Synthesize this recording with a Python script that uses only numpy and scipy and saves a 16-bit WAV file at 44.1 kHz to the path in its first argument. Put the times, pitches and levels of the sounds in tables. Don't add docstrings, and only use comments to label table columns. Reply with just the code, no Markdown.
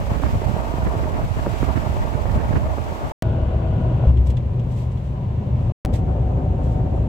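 import sys
import numpy as np
from scipy import signal
from scipy.fft import rfft, irfft
from scipy.io import wavfile
from scipy.ndimage import uniform_filter1d

SR = 44100
rng = np.random.default_rng(int(sys.argv[2]) if len(sys.argv) > 2 else 0)


def waveform_to_disk(signal):
    frames = np.transpose(np.atleast_2d(signal))
    scaled = np.clip(frames, -1, 1) * 32767
    samples = np.round(scaled).astype(np.int16)
    wavfile.write(sys.argv[1], SR, samples)


N = 312228
TIME = np.arange(N) / SR
HZ = np.maximum(np.fft.rfftfreq(N, 1 / SR), 1)
WIND_DB = -19
SMOOTH_BOOM_DB, SMOOTH_TYRE_DB = -24.5, -45.5


# (time [s], peak level [dB], half length [s], left minus right [dB])
WIND_GUSTS = [(0.005, -27.5, .018, 8.5), (0.109, -20.5, 0.03, -2), (0.267, -19, 0.022, -9),
              (0.349, -16, .024, -1), (0.49, -25.5, .04, -19.5), (0.82, -21.5, 0.032, -2.5),
              (0.878, -20.5, .018, -1), (1.004, -22, 0.045, -4.5), (1.149, -22, 0.015, 4),
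              (1.247, -26, 0.015, 15), (1.397, -24.5, 0.022, 9), (1.493, -26, 0.02, -6),
              (1.626, -25.5, 0.013, -20), (1.697, -25, 0.013, -20.5), (1.78, -21, .018, -14.5),
              (1.915, -20.5, 0.013, -6), (2, -23, 0.026, 6), (2.312, -23.5, 0.027, -11),
              (2.364, -12, 0.014, -2.5), (2.458, -21.5, .018, 3), (2.514, -17, 0.021, -11.5),
              (2.561, -13, 0.014, -3), (2.658, -21, 0.042, 0.5), (2.892, -27, 0.021, 0),
              (3.055, -23, 0.028, 3.5)]
def wind(ease_at_s=2.69, build_db_per_s=0.74, ease_db_per_s=29, left_shelter_db=-18.5):
    level_db = WIND_DB + build_db_per_s * np.minimum(TIME - ease_at_s, 0)
    level_db -= ease_db_per_s * np.maximum(TIME - ease_at_s, 0)
    stream = from_db(level_db + left_shelter_db * np.array([[1], [0]]))
    gust_power = sum((from_db(db) * panned(pan_db)) ** 2 * fade_out(((TIME - s) / half) ** 2)
                     for s, db, half, pan_db in WIND_GUSTS)
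    return np.sqrt(stream ** 2 + gust_power)


# (frequency [Hz], level [dB])
EDDY_TONE = [(10, -43.5), (30, -9.5), (60, -0.5), (110, -6.5), (180, -15.5), (260, -20), (400, -28.5),
             (800, -36.5), (2000, -42), (12000, -100)]
def buffeting(strength, lumpy_db=2.5, flutter_db=9.0, flurry_follows=0.75, low_cut_hz=33):
    eddies = stereo_noise(likeness=-0.15) * from_db(over_hz(EDDY_TONE))
    large = irfft(eddies / np.sqrt(1 + (HZ / 220) ** 8), N)
    small = irfft(eddies, N) - large
    flurries = small / large.std() * from_db(flutter_db * drift(23, channels=2).clip(-2, 1.4) - 5)
    lumps = rms_one(steady(large, span_s=0.03) * from_db(lumpy_db * drift(37, channels=2)))
    flurry_strength = from_db(WIND_DB) * (strength / from_db(WIND_DB)) ** flurry_follows
    pressure = strength * lumps + flurry_strength * flurries
    return irfft(rfft(pressure) / np.sqrt(1 + (low_cut_hz / HZ) ** 8), N)


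# (time [s], level [dB], pitch [Hz])
EDDY_BURSTS = [(0.069, -14, 700), (0.116, -10, 152), (0.236, -6, 900), (0.352, -11, 180), (0.419, -10, 453),
               (0.5656, -10.5, 420), (0.739, -11, 304), (.783, -13.5, 503), (.94, -12.5, 296),
               (0.952, -10.5, 520), (1.056, -12, 230), (1.463, -9, 1000), (1.468, -6.5, 380),
               (1.477, -11, 400), (1.6288, -10.5, 1110), (1.6303, -6, 280), (1.65, -25, 400),
               (2.256, -10, 554.5), (2.358, -9, 130), (2.538, -9.5, 210), (2.783, -10.5, 500)]
def pops(cycles=3.3, puff_db=-9.5, puff_hz=205):
    thumps = sum(from_db(db) * (ring(s, hz, cycles / hz) + from_db(puff_db) * ring(s, puff_hz, 0.012))
                 for s, db, hz in EDDY_BURSTS)
    soften = signal.butter(2, [85, 1700], "band", fs=SR, output="sos")
    return signal.sosfilt(soften, thumps) * panned(-1.0)


def small_pops(strength, per_second=5.7, pitch_hz=427, spread_db=2.0, cycles=5.0):
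    bursts = rng.random((2, N)) < per_second / SR
    sizes = from_db(-20.5 - WIND_DB + spread_db * rng.standard_normal((2, N)).clip(-2, 2)) * strength
    shrink = from_db(-60 * pitch_hz / (cycles * SR))
    angle = 2 * np.pi * pitch_hz / SR
    feedback = [1, -2 * shrink * np.cos(angle), shrink ** 2]
    return signal.lfilter([0, np.sin(angle)], feedback, bursts * sizes + 1e-18)


# (frequency [Hz], level [dB])
FIRST_CABIN_TONE = [(22, -31.5), (40, -10.5), (75, 0.5), (140, -4), (210, -11.5), (310, -22.5),
                    (620, -14.5), (1000, -23), (1350, -33), (3000, -37), (5000, -50), (7800, -53.5),
                    (9500, -65), (16000, -69.5)]
# (frequency [Hz], level [dB])
SECOND_CABIN_TONE = [(22, -40.5), (40, -2), (70, 5.5), (165, -1), (220, -10), (350, -21.5), (720, -21.5),
                     (1000, -34.5), (1350, -37), (3000, -40.5), (5000, -54), (7800, -54), (9500, -80),
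                     (16000, -84)]
# (frequency [Hz], left minus right [dB])
FIRST_CABIN_BALANCE = [(200, -5), (400, 1), (800, 5), (1300, 4), (2400, -2.5), (4400, -5.5)]
# (frequency [Hz], left minus right [dB])
SECOND_CABIN_BALANCE = [(400, 0.5), (700, 0.5), (1300, 5.5), (2400, 0), (4400, -3.5)]
# (frequency [Hz], width [Hz], boost [dB])
CABIN_RINGS = [(40, 13, 10.5), (67, 5.1, 9), (105.7, 9.4, 7), (120.5, 11, 5.5), (159, 11, 4), (253, 24, 4),
               (376, 30, 6), (542, 92, 6.5), (600, 11, 7.5), (740, 120, 3), (980, 96, 6.5),
               (2740, 160, 2.5)]
def cabin(boom_db, tyre_db, tone, balance, hiss_db, grain_db, port_delay_s=0.00053):
    all_around = stereo_noise(likeness=np.sinc(2 * HZ * port_delay_s))
    noise = all_around * from_db(over_hz(tone)) * resonances(CABIN_RINGS) * panned(over_hz(balance))
    boom = steady(band(noise, 31, 362), span_s=0.14) * panned(1.5) * from_db(boom_db)
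    road = band(noise, 276, 1270) * from_db(tyre_db + grain_db * drift(30))
    hiss = band(noise, 1170, 18000) * from_db(hiss_db + 0.46 * (tyre_db - SMOOTH_TYRE_DB))
    return boom + road + hiss


def changing_road(joint_s=4.1, swell_at_s=5.18, swell_db_per_s=9):
    since_joint = np.maximum(TIME - joint_s, 0)
    swell_db = swell_db_per_s * np.clip(TIME - swell_at_s, 0, 1)
    boom_db = SMOOTH_BOOM_DB + 5.5 * np.exp(-since_joint / 0.35) + swell_db
    tyre_db = SMOOTH_TYRE_DB + 7 * np.exp(-since_joint / 0.016) + swell_db
    return boom_db, tyre_db


# (time [s], level [dB], pitch [Hz], ring time [s])
AXLE_THUDS = [(4.028, -17, 105, .15), (4.038, -20, 720, .035), (4.054, -20, 540, .035),
              (4.068, -6.5, 65, .85), (4.191, -15, 65, .6)]
def bump(muffle_hz=1200):
    thuds = sum(from_db(db) * ring(s, hz, ring_s) for s, db, hz, ring_s in AXLE_THUDS)
    muffle = signal.butter(2, muffle_hz, fs=SR, output="sos")
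    return signal.sosfilt(muffle, thuds) * panned(2.5)


# (time [s], level [dB], pitch [times normal])
ROAR_CURVE = [(0, -35.5, 0.98), (.6, -32.5, 0.99), (1.15, -33.5, 1), (1.35, -35.5, 1.015),
              (1.58, -32.5, 1.04), (2.1, -33, 1.01), (2.85, -34, 1.01), (3.08, -32.5, 1.02)]
def tyre_roar(outside, flutter_db=2.0, pitch_wander=0.025):
    level_db, pitch = in_time(ROAR_CURVE)
    position = np.cumsum(pitch + pitch_wander * drift(2.5)[0]) % N
    roar = np.array([np.interp(position, np.arange(N), side) for side in band(outside, 150, 1940)])
    return roar * from_db(level_db + flutter_db * drift(28)) * panned(2.0)


# (time [s], level [dB])
RUSH_CURVE = [(0, -47.5), (.33, -46), (.62, -47), (1.25, -48), (1.45, -46), (1.62, -44.5), (1.7, -46.5),
              (1.95, -46), (2.2, -48.5), (2.6, -48.5), (3.1, -48.5)]
def rushing_air(outside, flutter_db=0.9):
    level_db, = in_time(RUSH_CURVE)
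    return band(outside, 1306, 18000) * from_db(level_db + flutter_db * drift(34))


# (frequency [Hz], level [dB])
OUTSIDE_TONE = [(40, -2), (100, -16.5), (250, 0), (480, -3.5), (680, 0), (1000, -7.5), (1700, -18),
                (2900, -19.5), (3800, -25.5), (6000, -29.5), (7900, -29.5), (9200, -37.5), (13000, -35),
                (16000, -38)]
# (frequency [Hz], width [Hz], boost [dB])
OUTSIDE_RINGS = [(606, 46, 6), (905, 52, 6), (1122, 31, 6), (1287, 90, 6.5)]
# (frequency [Hz], likeness [-1 opposite to 1 same])
OUTSIDE_SAMENESS = [(100, -0.13), (400, 0.39), (620, 0.59), (760, 0.14), (900, 0.51), (1300, -0.93),
                    (1550, -0.65), (2300, 0.28), (3100, -0.27), (4200, 0.098), (8000, -0.01)]
def open_window():
    strength = wind()
    outside = stereo_noise(over_hz(OUTSIDE_SAMENESS))
    outside *= from_db(over_hz(OUTSIDE_TONE)) * resonances(OUTSIDE_RINGS)
    return tyre_roar(outside) + rushing_air(outside) + buffeting(strength) + pops() + small_pops(strength)


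# (time [s], firing rate [Hz], level [dB])
ENGINE_CURVE = [(3.22, 121, -31), (4.3, 121.4, -25), (5.0, 122.3, -29), (5.7, 122.5, -24),
                (5.85, 123, -37.5)]
def engine_drone():
    return hum(ENGINE_CURVE, [(1, 0.0041)], waver_hz=9.4, waver_depth=0.62, pan_db=1.0, shift_rad=0.03)


# (time [s], tread block rate [Hz], level [dB])
TREAD_CURVE = [(3.22, 73.9, -43.5), (4.05, 74.6, -52.5), (4.3, 74.86, -55), (5.72, 75.37, -54),
               (5.85, 75.4, -43.5), (7.08, 74.6, -43)]
# (multiple [times the block rate], level [dB])
TREAD_OVERTONES = [(5, -26), (7, -5.5), (8, -6), (10, 0.5), (12, -6.5)]
def tread_hum():
    return hum(TREAD_CURVE, TREAD_OVERTONES, waver_hz=12, waver_depth=0.75, pan_db=5.5, shift_rad=0.63)


# (time [s], tread block rate [Hz], level [dB])
COARSE_CURVE = [(3.22, 162.2, -40.5), (3.6, 160.9, -43), (4.1, 159.2, -42.5), (4.14, 160, -74.5)]
# (multiple [times the block rate], level [dB])
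COARSE_OVERTONES = [(2, -1), (3, -4), (4, 3), (5, -10.5), (6, -17.5), (7, -16.5), (9, -15.5)]
# (frequency [Hz], level [dB])
SQUEEZED_AIR_TONE = [(700, -36.5), (1100, -4.5), (1480, 5.5), (1900, -9.5), (2900, -2.5), (4200, -19),
                     (6000, -33), (12000, -45)]
def coarse_tread(hiss_db=-8.0):
    _, level_db = in_time(COARSE_CURVE)
    air = rms_one(irfft(white() * from_db(over_hz(SQUEEZED_AIR_TONE)), N))
    note = hum(COARSE_CURVE, COARSE_OVERTONES, waver_hz=9.2, waver_depth=0.53, pan_db=5, shift_rad=0.31)
    return note + air * from_db(level_db + hiss_db)


# (time [s], level [dB])
TRIM_TICKS = [(4.171, -44.5), (4.303, -48), (4.37, -41.5), (4.595, -47), (4.973, -50)]
# (frequency [Hz], width [Hz], boost [dB])
TRIM_RINGS = [(1980, 250, 18), (2800, 220, 19), (3350, 220, 20), (5300, 900, -4), (7600, 900, 3.5)]
def trim_ticks(fade_s=0.011):
    plastic = rms_one(irfft(white() * resonances(TRIM_RINGS) / (1 + (HZ / 8500) ** 12), N))
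    return plastic * sum(from_db(db) * decay(s, fade_s) for s, db in TRIM_TICKS) * panned(-4.0)


# (time [s], level [dB], fade time [s])
RUBS = [(4.09, -59, 0.025), (4.272, -47, 0.015), (4.304, -46, 0.0094), (4.72, -56, .04),
        (4.784, -54.5, 0.037), (4.825, -56.5, 0.027), (4.921, -59, 0.012), (4.979, -66, .04),
        (5.06, -62, 0.061), (5.629, -64, 0.089), (5.939, -40.5, 0.0086), (5.959, -43.5, 0.013),
        (5.99, -60, .012), (6.11, -77, .03), (6.65, -57.5, 0.045), (6.725, -59, 0.049),
        (6.96, -61.5, 0.056)]
# (frequency [Hz], level [dB])
RUB_TONE = [(800, -22.5), (1900, -2), (3400, -0.5), (5500, -8), (7900, -5), (9500, -14.5), (13000, -14),
            (16000, -23)]
# (frequency [Hz], width [Hz], boost [dB])
CASING_RINGS = [(1970, 210, 3), (5500, 410, 2.5)]
def rustles(grain_db=1.0, snap_s=0.009):
    swell = 0
    for s, db, fade_s in RUBS:
        before_peak = (s - TIME) * (1 + snap_s / fade_s)
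        swell += from_db(db) * fade_out(np.maximum(before_peak, TIME - s) / fade_s)
    rub = irfft(white() * from_db(over_hz(RUB_TONE)) * resonances(CASING_RINGS), N)
    return swell * rms_one(rub * from_db(grain_db * drift(200))) * panned(-3.0)


# (time [s], jump [share of full scale])
CLICK_JUMPS = [(3.223, 0.12), (3.2238, -0.24), (3.2262, 0.17), (5.851, -0.24), (5.859, -0.1)]
def clicks(settle_s=0.0015):
    return sum(height * decay(s, settle_s) for s, height in CLICK_JUMPS)


def hum(curve, overtones, waver_hz, waver_depth, pan_db, shift_rad):
    rate_hz, level_db = in_time(curve)
    turn = np.exp(2j * np.pi * np.cumsum(rate_hz) / SR)
    tones = 0
    for multiple, db in overtones:
        swell, sway = drift(waver_hz, channels=2)
        waver = 1 + waver_depth * (swell + 1j * sway)
        power = uniform_filter1d(np.abs(waver) ** 2, int(0.4 * SR)) / 2
        tones += from_db(db) / np.sqrt(power + 1e-12) * waver * turn ** round(multiple)
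    at_ports = tones * np.exp(1j * shift_rad * np.array([[1], [-1]]))
    return at_ports.imag * from_db(level_db) * panned(pan_db)


def ring(start_s, hz, ring_s):
    out, live = np.zeros(N), (TIME >= start_s) & (TIME < start_s + 2 * ring_s)
    age = TIME[live] - start_s
    out[live] = np.sin(2 * np.pi * hz * age) * np.exp(-np.log(1000) * age / ring_s)
    return out


def decay(start_s, fade_s):
    out, live = np.zeros(N), (TIME >= start_s) & (TIME < start_s + 20 * fade_s)
    out[live] = np.exp((start_s - TIME[live]) / fade_s)
    return out


def fade_out(distance):
    return np.exp(-np.minimum(distance, 40))


def white():
    return rfft(rng.standard_normal((2, N)))


def stereo_noise(likeness):
    shared, opposed = white()
    alike = np.clip(likeness, -0.99, 0.995)
    return np.sqrt(1 + alike) * shared + np.sqrt(1 - alike) * opposed * [[1], [-1]]


def band(spectrum, low_hz, high_hz):
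    x = irfft(spectrum / np.sqrt((1 + (low_hz / HZ) ** 12) * (1 + (HZ / high_hz) ** 12)), N)
    return x / x.mean(axis=0).std()


def drift(rate_hz, channels=1):
    grid = np.linspace(0, N / SR, 8192)
    hz = np.fft.rfftfreq(len(grid), grid[1])
    noise = rfft(rng.standard_normal((channels, len(grid))))
    slow = rms_one(irfft(noise / (1 + (hz / rate_hz) ** 2)))
    return np.array([np.interp(TIME, grid, row) for row in slow])


def steady(x, span_s):
    size = int(span_s * SR)
    return x / np.sqrt(uniform_filter1d(uniform_filter1d(x ** 2, size), size) + 1e-12)


def resonances(rings):
    peaks = sum((from_db(db) ** 2 - 1) / (1 + (2 * (HZ - hz) / width) ** 2) for hz, width, db in rings)
    return np.sqrt(1 + peaks.clip(-0.5))


def in_time(rows):
    times, *columns = np.transpose(rows)
    return [np.interp(TIME, times, column) for column in columns]


def over_hz(points):
    hz, value = np.transpose(points)
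    return np.interp(np.log(HZ), np.log(hz), value)


def panned(pan_db):
    return from_db(np.array([[0.5], [-0.5]]) * pan_db)


def from_db(db):
    return 10 ** (np.asarray(db) / 20)


def rms_one(x):
    return x / np.sqrt(np.mean(x ** 2) + 1e-20)


# (start [s], end [s])
RIDE_STRETCHES = [(0, 3.121), (3.223, 5.722), (5.8485, 7.08)]
def scene(fade_in_s=0.0005, fade_out_s=0.0024):
    faint_hiss = from_db(-71) * rng.standard_normal((2, N))
    inside = engine_drone() + tread_hum() + trim_ticks() + rustles() + faint_hiss
    first = cabin(*changing_road(), FIRST_CABIN_TONE, FIRST_CABIN_BALANCE, hiss_db=-55.5, grain_db=1.5)
    first += bump() + coarse_tread()
    second = cabin(boom_db=-19, tyre_db=-35, tone=SECOND_CABIN_TONE, balance=SECOND_CABIN_BALANCE,
                   hiss_db=-61.5, grain_db=2.0)
    ride = 0
    for (start, end), sound in zip(RIDE_STRETCHES, (open_window(), first + inside, second + inside)):
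        fades = np.minimum((TIME - start) / fade_in_s, (end - TIME) / fade_out_s)
        ride += sound * fades.clip(0, 1)
    return ride + clicks()


def record(dry, cutoff_hz=15900):
    return irfft(rfft(dry) / np.sqrt(1 + (HZ / cutoff_hz) ** 160), N)


dry = scene()
out = record(dry)
waveform_to_disk(out)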